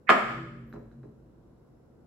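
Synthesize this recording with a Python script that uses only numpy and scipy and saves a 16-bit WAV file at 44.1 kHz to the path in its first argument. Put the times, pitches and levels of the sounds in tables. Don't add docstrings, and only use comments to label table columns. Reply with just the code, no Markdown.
import sys
import numpy as np
from scipy import signal
from scipy.fft import rfft, irfft
from scipy.io import wavfile

SR = 44100
rng = np.random.default_rng(int(sys.argv[2]) if len(sys.argv) > 2 else 0)


def volts(x):
    e = np.asarray(x, float) / 20
    return 10 ** e


def digitize_waveform(pressure):
    field = np.atleast_2d(pressure).T
    bounded = np.clip(field, -1, 1)
    quanta = np.round(bounded * 32767).astype(np.int16)
    wavfile.write(sys.argv[1], SR, quanta)


N = 90890
KNOCK_S = 0.0911
BOTH_SIDES = np.array([[1], [-1]])


def curve(table, hz):
    table = np.array(table)
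    return np.interp(np.log(hz), np.log(table[:, 0]), table[:, 1])


def band(hz, width_hz, channels):
    f = np.fft.rfftfreq(N, 1 / SR)
    bell = np.exp(-0.5 * ((f - hz) / width_hz) ** 2)
    noise = irfft(rfft(rng.standard_normal((channels, N))) * bell, N)
    return noise / noise.std(axis=1, keepdims=True)


# frequency_hz, correlation (-1 to 1)
LIKENESS = [(60, 0.82), (180, 1), (400, 0.38), (1000, 0.307), (3000, -0.048), (6000, -0.14), (12000, 0.15)]


def pair(hz, width_hz):
    mid, side = band(hz, width_hz, channels=2)
    likeness = np.clip(curve(LIKENESS, hz), -0.99, 0.99)
    return np.sqrt((1 + likeness) / 2) * mid + np.sqrt((1 - likeness) / 2) * side * BOTH_SIDES


def ring(modes, late_s, rise_cycles, pass_cycles, after_db, jitter_db):
    t = np.arange(SR // 5) / SR
    out = 0
    for hz, level_db, t60_s in modes:
        level_shift, pitch_shift = jitter_db * rng.standard_normal(2)
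        u = np.maximum(t - late_s * 1000 / hz, 0)
        rise = 1 - np.exp(-(u * hz / rise_cycles) ** 2)
        passing = np.exp(-(u * hz / pass_cycles) ** 4)
        ringing = volts(after_db - 60 * u / t60_s)
        env = rise * volts(level_db + level_shift) * (passing + ringing)
        out = out + env * np.sin(2 * np.pi * hz * (1 + pitch_shift / 300) * u)
    return out / np.abs(out).max()


def add(track, at_s, sound):
    i = int(at_s * SR)
    track[i:i + len(sound)] += sound[:N - i]


# frequency_hz, level_db, t60_s
TABLE_MODES = [(234, -15, .06), (391.7, -15.5, 0.059), (590.8, -11.5, 0.075), (748, -6, 0.025),
               (936.3, -10, .04), (1237, 3.5, .055), (1697, -1.5, 0.0589), (2187, -4.5, 0.039),
               (3087, -10.5, .03), (4297, -27.5, .024), (4574, -32, 0.016)]
KNOCK_DB = -1.6
CRACK_DB, CRACK_T60_S, CRACK_HZ = -49, 0.02, 5350


def knock():
    out = np.zeros(N)
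    u = np.arange(SR // 10) / SR
    wood = ring(TABLE_MODES, late_s=0.0008, rise_cycles=1.1, pass_cycles=4.0, after_db=-9, jitter_db=0)
    add(out, KNOCK_S, volts(KNOCK_DB) * wood)
    treble = signal.butter(4, CRACK_HZ, "high", fs=SR, output="sos")
    crack = signal.sosfilt(treble, rng.standard_normal(len(u)))
    onset = np.clip(u / 0.00042, 0, 1)
    add(out, KNOCK_S, volts(CRACK_DB - 60 * u / CRACK_T60_S) * onset * crack)
    return out


LEAD_IN_DB, LEAD_IN_S, LEAD_IN_HZ, LEAD_IN_PAN_DB = -31, 0.012, 1900, -10.5


def lead_in():
    before_s = KNOCK_S - np.arange(N) / SR
    fade_in = np.clip(2 - before_s / LEAD_IN_S, 0, 1)
    env = (before_s > 0) * fade_in * np.exp(-np.abs(before_s) / LEAD_IN_S) * volts(LEAD_IN_DB)
    return env * band(LEAD_IN_HZ, 450, channels=2) * volts(BOTH_SIDES * 0.5 * LEAD_IN_PAN_DB)


# frequency_hz, level_db, t60_s
SOFT_TABLE_MODES = [(192, -8.5, 0.046), (218, -14, 0.083), (422.5, -1.5, 0.097), (559, 2.5, 0.039),
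                    (748, 0.5, 0.025), (991, -5.5, 0.057), (1316, 0.5, 0.012), (1710, -3.5, 0.0073)]
# frequency_hz, level_db, t60_s
STEEL_MODES = [(1500, 20, 0.01), (3983, 2.5, .05), (4750, -11, 0.016), (6600, -20, 0.018),
               (8060, -30, 0.016), (9700, -27.5, 0.015), (11500, -19.5, .04)]
# start_s, level_db, push_s
TOUCHES = [
    (.737, -36.5, 0.00043),
    (.749, -42, 0.00026),
    (0.761, -40, 0.0002),
    (1.036, -41, 0.0007),
    (1.046, -52, 0.00046),
    (1.064, -55, 0.00073),
    (1.09, -54.5, 0.0028),
]
# start_s, level_db
TICKS = [
    (0.703, -61),
    (.727, -42),
    (.915, -57.5),
    (1.032, -57),
]
RUSTLE_S, RUSTLE_LEN_S, RUSTLE_HZ, RUSTLE_DB = 0.694, 0.029, 12170, -89


def touches():
    out = np.zeros(N)
    for start_s, level_db, push_s in TOUCHES:
        u = np.arange(SR // 200) / SR / push_s
        push = u * np.exp(-4 * u)
        modes = ring(SOFT_TABLE_MODES, late_s=0.0003, rise_cycles=0.5, pass_cycles=1.5, after_db=-3, jitter_db=2)
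        wood = np.convolve(modes, push)
        add(out, start_s, volts(level_db) * wood / np.abs(wood).max())
    for start_s, level_db in TICKS:
        steel = ring(STEEL_MODES, late_s=0, rise_cycles=0.5, pass_cycles=3, after_db=-2, jitter_db=1.5)
        add(out, start_s, volts(level_db) * steel)
    slide = np.exp(-((np.arange(N) / SR - RUSTLE_S) / RUSTLE_LEN_S) ** 2)
    return out + volts(RUSTLE_DB) * slide * band(RUSTLE_HZ, 180, channels=1)[0]


# frequency_hz, level_db, t60_s, swell_s
HUM = [(54.8, -53, 6.0, 0.2), (117.54, -48, 4.4, 0.25), (132.75, -41, 3.7, 0.15), (171, -47.5, 3.1, 0.065),
       (230.8, -42.5, 3.7, 0.18), (283.6, -52, 3, 0.18), (328.6, -46, 2.8, 0.065), (393.7, -44, 1.5, .15),
       (500.2, -46.5, 1.6, .15), (587, -54, 2.4, 0.147)]
HUM_WIDTH_HZ, HUM_SIDE_DB = 6.0, -19.5


def hum():
    u = np.maximum(np.arange(N) / SR - KNOCK_S, 0)
    out = 0
    for hz, level_db, t60_s, swell_s in HUM:
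        mid, side = band(hz, HUM_WIDTH_HZ, channels=2)
        env = volts(level_db - 60 * u / t60_s) * (1 - np.exp(-(u / swell_s) ** 2))
        out = out + env * (mid + volts(HUM_SIDE_DB) * side * BOTH_SIDES)
    return out


# frequency_hz, t60_s
ROOM_T60 = [(100, 0.3), (300, 0.82), (700, 0.53), (1400, 0.77), (2700, 0.76), (5500, 0.8), (11000, 0.7)]
# frequency_hz, level_db
ROOM_COLOUR = [(100, -1.5), (300, -4), (600, 0), (1400, -9.5), (2700, -4), (4500, -8), (7000, 16),
               (15000, -0.5)]
ROOM_DB, EARLY_DB, EARLY_T60_S, ROOM_GAP_S = -40.5, 5, 0.12, 0.0033


def room(x):
    u = np.arange(N) / SR - ROOM_GAP_S
    echo = 0
    for hz in 80 * 2 ** np.arange(0, 7.7, 0.5):
        tail = volts(-60 * u / curve(ROOM_T60, hz))
        early = volts(EARLY_DB - 60 * u / EARLY_T60_S)
        level = volts(curve(ROOM_COLOUR, hz)) * np.sqrt(hz / 1000)
        echo = echo + level * (tail + early) * pair(hz, hz / 6)
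    onset = np.clip(u / 0.0026, 0, 1)
    return signal.fftconvolve(x[None], volts(ROOM_DB) * echo * onset, axes=1)[:, :N]


# frequency_hz, density_db (dB per Hz)
HOUSE = [(28, -13), (55, -1), (130, 0), (430, -3.5), (850, -18), (1250, -20.5), (2200, -37.5), (12000, -44)]
HOUSE_DB = -58


def house():
    out = 0
    for hz in 30 * 2 ** np.arange(0, 9.2, 0.5):
        flicker_db = 0.5 * band(0, 2.58, channels=1)
        out = out + volts(curve(HOUSE, hz) + flicker_db) * np.sqrt(hz) * pair(hz, hz / 6)
    return volts(HOUSE_DB) * out / out.std()


LOW_CUT_HZ, KNOCK_PAN_DB, TOUCH_WET_DB = 95, -1.5, -7


def scene():
    low_cut = signal.butter(4, LOW_CUT_HZ, "high", fs=SR, output="sos")
    blow, small = signal.sosfilt(low_cut, [knock(), touches()])
    direct = (blow + small) * volts(np.array([[0], [-KNOCK_PAN_DB]]))
    return direct + room(blow + volts(TOUCH_WET_DB) * small) + lead_in() + hum() + house()


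def low_pass(x):
    return signal.sosfilt(signal.butter(12, 16370, fs=SR, output="sos"), x)


# frequency_hz, width_hz, mid_db, side_db
PORTS = [(6050, 300, -1, -2), (8960, 480, -40.5, 3), (13600, 500, -39, -8), (15600, 1200, -6.5, -13.5)]
DUCK_DB, DUCK_IN_S, DUCK_HOLD_S, DUCK_OUT_S = -2, 0.019, 0.19, 0.04


def record(dry):
    u = np.arange(N) / SR - KNOCK_S
    recovery = 1 + np.exp(np.minimum((u - DUCK_HOLD_S) / DUCK_OUT_S * 4, 50))
    duck = np.clip(u / DUCK_IN_S, 0, 1) / recovery
    left, right = dry * volts(DUCK_DB * duck)
    f = np.fft.rfftfreq(N, 1 / SR)
    dips_db = 0
    for hz, width_hz, mid_db, side_db in PORTS:
        dips_db = dips_db + np.exp(-0.5 * ((f - hz) / width_hz) ** 4) * np.array([[mid_db], [side_db]])
    mid, side = irfft(rfft([left + right, left - right]) * volts(dips_db), N) / 2
    return low_pass(np.array([mid + side, mid - side]))


dry = scene()
out = record(dry)
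digitize_waveform(out)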